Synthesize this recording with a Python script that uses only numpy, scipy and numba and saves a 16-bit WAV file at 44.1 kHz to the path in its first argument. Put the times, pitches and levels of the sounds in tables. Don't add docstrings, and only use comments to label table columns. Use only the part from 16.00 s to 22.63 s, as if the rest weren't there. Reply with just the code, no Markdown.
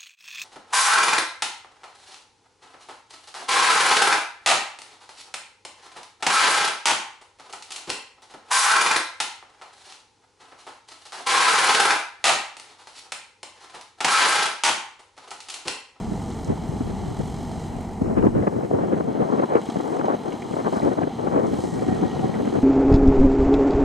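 import sys
import numpy as np
from scipy import signal
from scipy.fft import rfft, irfft
from scipy.io import wavfile
from scipy.ndimage import uniform_filter1d
from numba import njit

SR = 44100
rng = np.random.default_rng(int(sys.argv[2]) if len(sys.argv) > 2 else 0)


def put_to_file(sound):
    columns = np.atleast_2d(sound).T
    safe = np.clip(columns, -1, 1)
    whole_steps = np.round(safe * 32767)
    wavfile.write(sys.argv[1], SR, whole_steps.astype(np.int16))


N = 292369


def undb(db):
    return 10 ** (np.asarray(db) / 20)


def unit(x):
    return x / np.sqrt(np.mean(x ** 2))


def noise():
    return rng.standard_normal(N)


def curve(table):
    s, *columns = np.transpose(table)
    return [np.interp(np.arange(N) / SR, s, c) for c in columns]


def colour(x, points):
    hz, db = np.transpose(points)
    f = np.maximum(np.fft.rfftfreq(len(x), 1 / SR), 1)
    gain_db = np.interp(np.log(f), np.log(hz), db, -90, -90)
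    return unit(irfft(rfft(x) * undb(gain_db), len(x)))


def band(x, lo_hz, hi_hz):
    return signal.sosfilt(signal.butter(N=2, Wn=[lo_hz, hi_hz], btype="band", fs=SR, output="sos"), x)


def low(x, hz, order):
    return signal.sosfilt(signal.butter(N=order, Wn=hz, fs=SR, output="sos"), x)


@njit
def svf(x, hz, k):
    low, high, b, l = np.empty(len(x)), np.empty(len(x)), 0., 0.
    for i in range(len(x)):
        g = np.tan(np.pi * hz[i] / SR)
        v = (b + g * (x[i] - l)) / (1 + g * (g + k))
        low[i] = l + g * v
        high[i] = x[i] - k * v - low[i]
        b, l = 2 * v - b, 2 * low[i] - l
    return low, high


def resonate(x, hz, width):
    return x - sum(svf(x, hz, width))


def walk(rate):
    k = int(SR / rate)
    held = np.repeat(rng.standard_normal(N // k + 1), k)
    return unit(uniform_filter1d(uniform_filter1d(held, k), k)[:N])


def late(x, samples):
    return np.interp(np.arange(N) - samples, np.arange(N), x)


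# (time [s], mean firing rate [Hz], load [0-1])
REVS = [(0, 45.5, 0.5), (.5, 47.35, 0.7), (.85, 46.15, 0), (1.2, 47.3, 0.83), (2, 46.9, 0.26),
        (3.2, 47.4, 0.36), (3.6, 48.43, 1), (3.9, 41.92, 1), (4.4, 44.04, 0.6), (4.7, 46.84, 0.6),
        (4.95, 50.8, 0.6), (5.2, 51.7, 0.3), (5.5, 56.3, 0.65), (5.8, 58.8, 0.6), (6.63, 58.9, 0.65)]
CYLINDERS_DB = [3.6, 1.3, 7.6, 1.8]
# (time [s], level [dB])
EXHAUST_LEVEL = [(0, -30), (1.9, -31), (2.4, -35), (3.7, -29), (5, -31), (6.63, -28)]
# (time [s], block clatter [dB], injector knock [dB])
ENGINE = [(0, -51, -54.5), (.45, -52.5, -52.5), (.6, -51.5, -55), (1.45, -50.5, -52.5), (1.7, -52.5, -54),
          (2.07, -61.5, -58.5), (2.5, -58.5, -57.5), (3.12, -54.5, -60), (3.55, -51, -56.5),
          (3.69, -46.5, -52.5), (3.92, -50.5, -53.5), (4.02, -49.5, -57), (4.41, -51, -56),
          (4.78, -48, -51), (5.04, -50, -58), (5.35, -52, -57.5), (5.62, -47.5, -49.5), (5.85, -49, -53),
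          (6.08, -46.5, -54.5), (6.63, -47.5, -54)]
# (frequency [Hz], relative density [dB per Hz])
EXHAUST = [(25, -8), (60, 1), (120, -1), (240, 3), (290, -3), (390, -3), (465, -3), (500, -5.5),
           (575, -14.5), (625, -7), (655, -6.5), (730, -7.5), (790, -7), (890, -11), (970, -17),
           (1090, -24.5), (1200, -22.5), (2000, -28.5), (3000, -38.5)]
# (frequency [Hz], relative density [dB per Hz])
CLATTER = [(900, 7.5), (1500, 6), (1900, -6), (2300, -2), (2600, -3.5), (3200, 3.5), (3650, -0.5),
           (4000, 2.5), (4300, -2), (4650, -7.5), (4900, -2.5), (5200, -19), (6500, -1)]
# (frequency [Hz], relative density [dB per Hz])
KNOCK = [(3500, -3.5), (5000, -0.5), (6500, 0), (8300, 0.5), (9500, -6), (11000, -21.5), (13000, -28),
         (15600, -35)]
# (frequency [Hz], relative density [dB per Hz])
HISS = [(7000, -14), (9500, -1), (11000, 0), (13000, -7), (15600, -10)]
HISS_DB = -15


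def diesel():
    hz, load = curve(REVS)
    count = np.cumsum(hz * (1 + 0.028 * walk(12))) / SR
    firing, phase = count.astype(int), count % 1
    spread_db = 2.0 * rng.standard_normal(firing[-1] + 1)
    size = load * undb(np.array(CYLINDERS_DB)[firing % 4] + spread_db[firing])

    def burst(points, depth, rise):
        gate = 1 + depth * size * phase / rise * np.exp(1 - phase / rise)
        return colour(gate / uniform_filter1d(gate, SR // 8) * noise(), points)

    exhaust_db, = curve(EXHAUST_LEVEL)
    clatter_db, knock_db = curve(ENGINE)
    exhaust = undb(exhaust_db + 0.2 * walk(15)) * burst(EXHAUST, depth=0.6, rise=0.099)
    clatter = undb(clatter_db + 0.83 * walk(11)) * burst(CLATTER, depth=0.52, rise=0.23)
    knock = undb(knock_db + 0.74 * walk(18)) * burst(KNOCK, depth=0.73, rise=0.064)
    hiss = undb(knock_db + HISS_DB + 1.2 * walk(14)) * colour(noise(), HISS)
    return exhaust + clatter + knock + hiss


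GROUND_MS, GROUND_SHARE = 0.904, 0.39
GROUND_HZ = 4000


def ground_echo(machine):
    echo = low(late(machine, SR * GROUND_MS / 1000), GROUND_HZ, order=2)
    return (machine + GROUND_SHARE * echo) / np.hypot(1, GROUND_SHARE)


# (frequency [Hz], relative density [dB per Hz])
BREEZE = [(20, 13.5), (60, -1), (150, -8.5), (350, -12.5), (800, -13.5), (1500, -32), (3000, -29)]
BREEZE_DB = -43
BREEZE_SHARED_HZ = 70


def breeze():
    both = np.array([undb(BREEZE_DB + 4.1 * walk(8.8)) * colour(noise(), BREEZE) for _ in range(2)])
    deep = low(both, BREEZE_SHARED_HZ, order=1)
    return both - deep + deep.sum(axis=0) / np.sqrt(2)


PORT_GAP_MM, EDDY_MM, EDDIES_KEPT = 3.08, 10.77, 0.62
PORT_HZ, LEE_HZ = 2350, 1130
CHURN_DB, CHURN_PER_S = 3.5, 45
SPEED_SPREAD, GUST_M_S_PER_DB = 0.068, 0.067
CRACKLE_DB, CRACKLE_PER_S = -15.5, 350
WHISTLE_DB, WHISTLE_RATIO, WHISTLE_WIDTH, WHISTLE_WANDER = -11.5, 1.377, 0.25, 0.2
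MOAN_DB, MOAN_RATIO, MOAN_WIDTH = -8.5, 0.418, 0.29
POP_LEFT_DB = -7
POP_WAKE_DB, POP_WAKE_MS = -18, 7.3
# (time [s], base air speed [m/s], left minus right [dB], mean level of the churn between puffs [dB])
WIND = [(0, 1.67, 2, -40.5), (.5, 4.04, 1, -46.5), (1.0, 3.4, 8, -36), (1.5, 2.58, -1, -44),
        (1.98, 2.7, 6, -51), (2.14, 4.5, 4.5, -34), (2.2, 4.3, 3.5, -29.5), (2.31, 4.25, 3, -31),
        (2.42, 4.93, 1.5, -23.5), (2.48, 7.2, 9, -31.5), (2.55, 4.37, 6, -34.5), (2.8, 4.9, 4.5, -30.5),
        (3.35, 6.1, 8, -27.5), (3.47, 6.2, 5, -36.5), (3.63, 6.3, 8.5, -38), (3.8, 6.9, 10, -32),
        (3.97, 5.5, 8, -30.5), (4.12, 6.7, 9.5, -51), (4.25, 6.15, 15, -38.5), (4.55, 5.7, 9, -35),
        (5.05, 6.3, 9, -37.5), (5.15, 6.1, 9.5, -42), (5.4, 5.66, 6.5, -33), (5.6, 4.5, 5, -31.5),
        (5.7, 3.94, 6, -35), (5.95, 4.06, 3.5, -32.5), (6.63, 4.15, 6.5, -34)]
# (time of the middle [s], level [dB], length at half power [ms])
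PUFFS = [(0.084, -28, 9.9), (0.119, -26, 13), (0.508, -22, 35.5), (0.815, -24, 4.7), (0.876, -28.5, 7.2),
         (1.204, -24, 15), (2.018, -21, 16.6), (2.055, -21.5, 27), (2.109, -21.5, 36), (2.157, -25, 10),
         (2.185, -16.5, 23), (2.205, -27, 17), (2.24, -15, 36), (2.384, -18.5, 47), (2.43, -27, 30),
         (2.475, -12.5, 8), (2.563, -23, 62), (2.637, -23.5, 38), (2.713, -18.5, 3.8), (2.744, -19, 38),
         (2.79, -21.5, 11), (2.829, -18.5, 43), (2.89, -22, 30), (2.934, -17.5, 23), (2.976, -19, 19),
         (3.007, -16.5, 9.3), (3.091, -23.5, 64), (3.217, -19, 40), (3.312, -24, 73), (3.397, -16.5, 6.2),
         (3.435, -16, 16.5), (3.559, -17, 39), (3.516, -23.5, 15), (3.77, -20.5, 5.4), (3.803, -22.5, 8.8),
         (3.845, -26, 8.2), (3.941, -24, 47), (4.003, -21, 20), (4.05, -25, 30), (4.11, -23.5, 39),
         (4.144, -25, 11), (4.287, -30.5, 13), (4.512, -25.5, 13), (4.539, -22, 9.3), (4.57, -22, 6.2),
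         (4.602, -23.5, 19), (4.671, -19.5, 24), (4.734, -23, 17), (4.772, -24, 34), (4.865, -21, 52),
         (4.923, -24, 19), (4.985, -21.5, 18), (5.025, -22, 29), (5.075, -24, 9.1), (5.195, -24, 15),
         (5.237, -25, 30), (5.276, -18.5, 13.2), (5.359, -17.5, 51), (5.4, -21, 20), (5.448, -20, 34),
         (5.501, -24, 50), (5.537, -22, 14), (5.646, -22, 16), (5.67, -25.5, 22), (5.738, -22.5, 25),
         (5.767, -22, 6.6), (5.831, -20.5, 27), (5.89, -18, 15), (5.929, -21, 30), (5.964, -26, 14),
         (6.035, -17, 17.4), (6.062, -19.5, 18), (6.241, -21.5, 43.8), (6.295, -22, 7.8),
         (6.357, -19.5, 22), (6.4, -21, 24), (6.473, -22, 43), (6.559, -17, 31), (6.588, -16.5, 6.1)]


def wind():
    t = np.arange(N) / SR
    base_speed, pan_db, churn_db = curve(WIND)
    power = undb(2 * (churn_db + CHURN_DB * walk(CHURN_PER_S)))
    for s, db, ms in PUFFS:
        power += undb(2 * db) * np.exp(-4 * np.log(2) * ((t - s) / (ms / 1000)) ** 2)
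    for s, db, *_ in POPS:
        wake = (t > s) * np.exp(-np.abs(t - s) / (POP_WAKE_MS / 1000))
        power += undb(2 * (db + POP_WAKE_DB)) * wake
    gust = GUST_M_S_PER_DB * (10 * np.log10(power) - churn_db)
    speed = np.maximum(base_speed * (1 + SPEED_SPREAD * walk(25)) + gust, 1)
    hz = np.clip(speed / (EDDY_MM / 1000), 100, 4000)

    def eddies(bottom):
        lumpy = undb(2.8 * walk(220) + 1.26 * walk(90)) * noise()
        body = svf(svf(lumpy, hz, 0.87)[0], 1.41 * hz, 2.56)[0] / np.sqrt(hz)
        body = svf(body, bottom * hz, 1.13)[1]

        pitch_hz = WHISTLE_RATIO * hz * np.exp(WHISTLE_WANDER * walk(22))
        whistle = resonate(lumpy, pitch_hz, WHISTLE_WIDTH)
        whistle = resonate(whistle, pitch_hz, 2 * WHISTLE_WIDTH) / np.sqrt(pitch_hz)

        moan_hz = MOAN_RATIO * hz * np.exp(0.15 * walk(16))
        moan = resonate(undb(3.9 * walk(24)) * noise(), moan_hz, MOAN_WIDTH) / np.sqrt(moan_hz)

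        snaps = (rng.random(N) < CRACKLE_PER_S / SR) * noise()
        snaps = svf(svf(snaps, 1.83 * hz, 2.0)[0], 3.7 * hz, 6.0)[0]
        snaps = svf(snaps, 1.16 * hz, 0.4)[1]

        mix = unit(body) + undb(CRACKLE_DB) * unit(snaps)
        mix += undb(WHISTLE_DB) * unit(whistle) + undb(MOAN_DB) * unit(moan)
        return np.sqrt(power) * mix

    bursts = pops()
    right, fresh = eddies(bottom=0.15) + bursts, eddies(bottom=0.31)
    lag = SR * PORT_GAP_MM / 1000 / speed
    carried = EDDIES_KEPT * low(late(right, lag), LEE_HZ, order=1)
    left = carried + np.sqrt(1 - EDDIES_KEPT ** 2) * fresh + undb(POP_LEFT_DB) * late(bursts, lag)
    pan = undb(np.array([pan_db, -pan_db]) / 2)
    return pan * low(np.array([left, right]), PORT_HZ, order=4)


TICK_CYCLES = 12
# (time [s], rms level before the fade [dB], ring [Hz])
TICKS = [(0.0957, -52, 6500), (0.163, -45, 6300), (0.2274, -43, 7500), (0.25, -47, 7000),
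         (0.295, -51, 6800), (0.3156, -45, 4000), (0.334, -47, 7000), (0.4459, -36, 6500),
         (0.477, -41, 6500), (0.687, -44, 8000), (0.853, -51, 8300), (0.88, -47, 8200), (1.1902, -44, 7800),
         (1.253, -50, 7300), (1.2744, -44, 7996), (1.577, -55, 7500), (1.812, -45, 8520),
         (3.6634, -47.5, 3310), (3.7083, -44, 4120), (4.321, -36.5, 2350), (4.4211, -36, 2155),
         (4.5233, -41, 2457), (4.7959, -41, 4080), (4.8184, -36, 2120), (5.6394, -50, 2016),
         (5.793, -43, 2200), (6.01, -44, 2300), (6.111, -41, 2882), (6.34, -36, 1900), (6.449, -44, 1927)]


def ticks():
    out, t = np.zeros(N + 2000), np.arange(2000) / SR
    for s, db, hz in TICKS:
        i = int(s * SR)
        ring = rng.standard_normal(2000)
        for _ in range(2):
            ring = band(ring, 0.78 * hz, 1.32 * hz)
        out[i:i + 2000] += undb(db) * np.exp(-t * hz / TICK_CYCLES) * unit(ring)
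    return out[:N]


POP_CYCLES, POP_ROUNDING = 1.3, 1.4
# (time [s], swing before its envelope [dB], pitch [Hz], crack [dB])
POPS = [(0.484, -16.5, 111, -55), (0.5, -15, 230, -52), (0.69, -16.5, 137, -55), (0.806, -10.5, 267, -52),
        (2.015, -9, 258, -51), (2.176, -8, 247, -34), (2.224, -10, 245, -30), (2.257, -4.5, 235, -43),
        (2.267, 3, 330, -27.5), (2.341, -15, 190, -45), (2.35, -10, 400, -34), (2.376, -7, 357, -34),
        (2.388, -16, 251, -36), (2.424, -16, 400, -34), (2.472, -32, 450, -28), (2.647, -13, 500, -36),
        (2.711, -10, 324, -49), (2.734, -11, 405, -37), (2.931, -8.5, 344, -38), (3.326, -10, 300, -42),
        (3.399, -7, 403, -41), (3.422, -11, 346, -33), (3.504, -15, 412, -41), (3.552, 1.5, 443, -24),
        (3.566, -15, 450, -30), (3.687, -11, 282, -40), (3.757, -6.5, 641, -44), (3.903, -12.5, 327, -40),
        (3.994, -11, 302.4, -30), (4.012, -6, 1290, -40), (4.044, -6, 695, -44), (4.082, -3.5, 740, -42),
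        (4.139, -15, 600, -42), (4.566, -9.5, 454, -43), (4.656, -16, 378, -36), (4.663, -12, 398, -38),
        (4.725, -10, 516, -50), (4.768, -12, 250, -50), (4.801, -9, 646, -38), (4.834, -12, 303, -42),
        (4.871, -13, 411, -35), (5.031, -10.5, 275, -25.5), (5.332, -12, 298, -43),
        (5.347, -18.5, 350, -45), (5.36, -8.5, 349, -35), (5.374, -8, 458, -35), (5.477, -10.5, 258.5, -46),
        (5.637, -9.5, 386, -52), (5.821, -7, 453, -37), (5.864, -11, 300, -42), (5.885, -11, 277, -32),
        (5.913, -11.5, 210, -48), (5.923, -6, 216, -45), (5.934, -16, 230, -42), (6.026, -15, 278, -42),
        (6.192, -13, 499.5, -30), (6.474, -6, 283.7, -28), (6.358, -9.5, 201, -45), (6.429, -9.5, 250, -45),
        (6.525, -13, 350, -38), (6.583, -9.5, 210, -45)]


def pops():
    out, t = np.zeros(N + 1000), np.arange(1000) / SR
    for s, db, hz, crack_db in POPS:
        i = int(s * SR)
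        c = rng.standard_normal(1000)
        envelope = (1 - np.exp(-t / 0.0011)) * np.exp(-(t * hz / POP_CYCLES) ** POP_ROUNDING)
        swing = np.sign(c[0]) * np.sin(2 * np.pi * hz * t) * envelope
        crack = unit(band(c, 440, 3100)) * t / 0.0019 * np.exp(1 - t / 0.0016)
        out[i:i + 1000] += undb(db) * swing + undb(crack_db) * crack
    return out[:N]


GEARS_HZ = [752, 1890]
GEARS_RASP_DB = -9
# (time [s], pitch below full [%], low tone mean rms [dB], high tone mean rms [dB])
GEARS = [(5.56, 1.23, -70, -77), (5.62, 0.8, -39.5, -56), (5.69, 0.33, -51, -59), (5.74, 0, -43, -54),
         (5.775, 0.25, -41, -62), (5.82, 0.28, -40, -55.5), (5.87, 0, -41, -56), (5.9, 0.17, -33, -53),
         (5.935, 0, -37, -50), (5.99, 0.37, -41.5, -61), (6.06, 0, -41, -55), (6.12, 0, -51, -54),
         (6.16, 0.47, -31, -60), (6.185, 0, -54, -55), (6.22, 0.02, -34, -61), (6.28, 0, -44, -57),
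         (6.35, 0, -42, -56), (6.42, 0.095, -47, -71), (6.47, 0.11, -75, -80)]


def gears():
    under_pitch, *levels = curve(GEARS)
    out = np.zeros(N)
    for hz, db in zip(GEARS_HZ, levels):
        flicker_db = 2.2 * walk(90) + 0.5 * walk(14)
        bend = 0.002 * walk(30) + 0.005 * walk(150)
        turns = np.cumsum(hz * (1 - under_pitch / 100) * (1 + bend)) / SR
        tone = np.sqrt(2) * np.sin(2 * np.pi * turns)
        rasp = undb(GEARS_RASP_DB) * unit(band(noise(), 0.97 * hz, 1.03 * hz))
        out += undb(db + flicker_db) * (tone + rasp)
    return out


def scene():
    machine = diesel() + gears() + ticks()
    return ground_echo(machine) + wind() + breeze()


BASS_LEAK_DB = -26
WIDEN_DB, WIDEN_HZ = 1.5, 2100
WIDEN_TOP_DB = -12.5
SELF_NOISE_DB = -73.5
TOP_HZ = 15640
# (frequency [Hz], relative density [dB per Hz])
SELF_NOISE = [(5000, -40), (8000, 4), (11000, 9), (15600, 5)]
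# (time [s], edge [Hz])
BASS_EDGE = [(2.3, 22), (2.45, 40), (2.6, 136), (3.2, 144.9), (3.7, 195), (4.3, 162), (5.0, 112)]


def record(dry):
    edge, = curve(BASS_EDGE)

    def thin(c):
        cut = svf(svf(c, edge, 1.97)[1], 0.5 * edge, 1.22)[1]
        return cut + undb(BASS_LEAK_DB) * low(c, 60, order=2)

    left, right = (thin(c) for c in dry)
    side = low((left - right) / 2, WIDEN_HZ, order=4)
    side = side + undb(WIDEN_TOP_DB) * band(side, 860, 2000)
    both = (left + right) / 2 + undb(WIDEN_DB) * side * np.array([[1], [-1]])
    softened = both / (1 + both ** 4) ** (1 / 4)
    hiss = np.array([colour(noise(), SELF_NOISE) for _ in range(2)])
    top_cut = signal.ellip(12, .2, 80, TOP_HZ, fs=SR, output="sos")
    return signal.sosfilt(top_cut, softened + undb(SELF_NOISE_DB) * hiss)


dry = scene()
out = record(dry)
put_to_file(out)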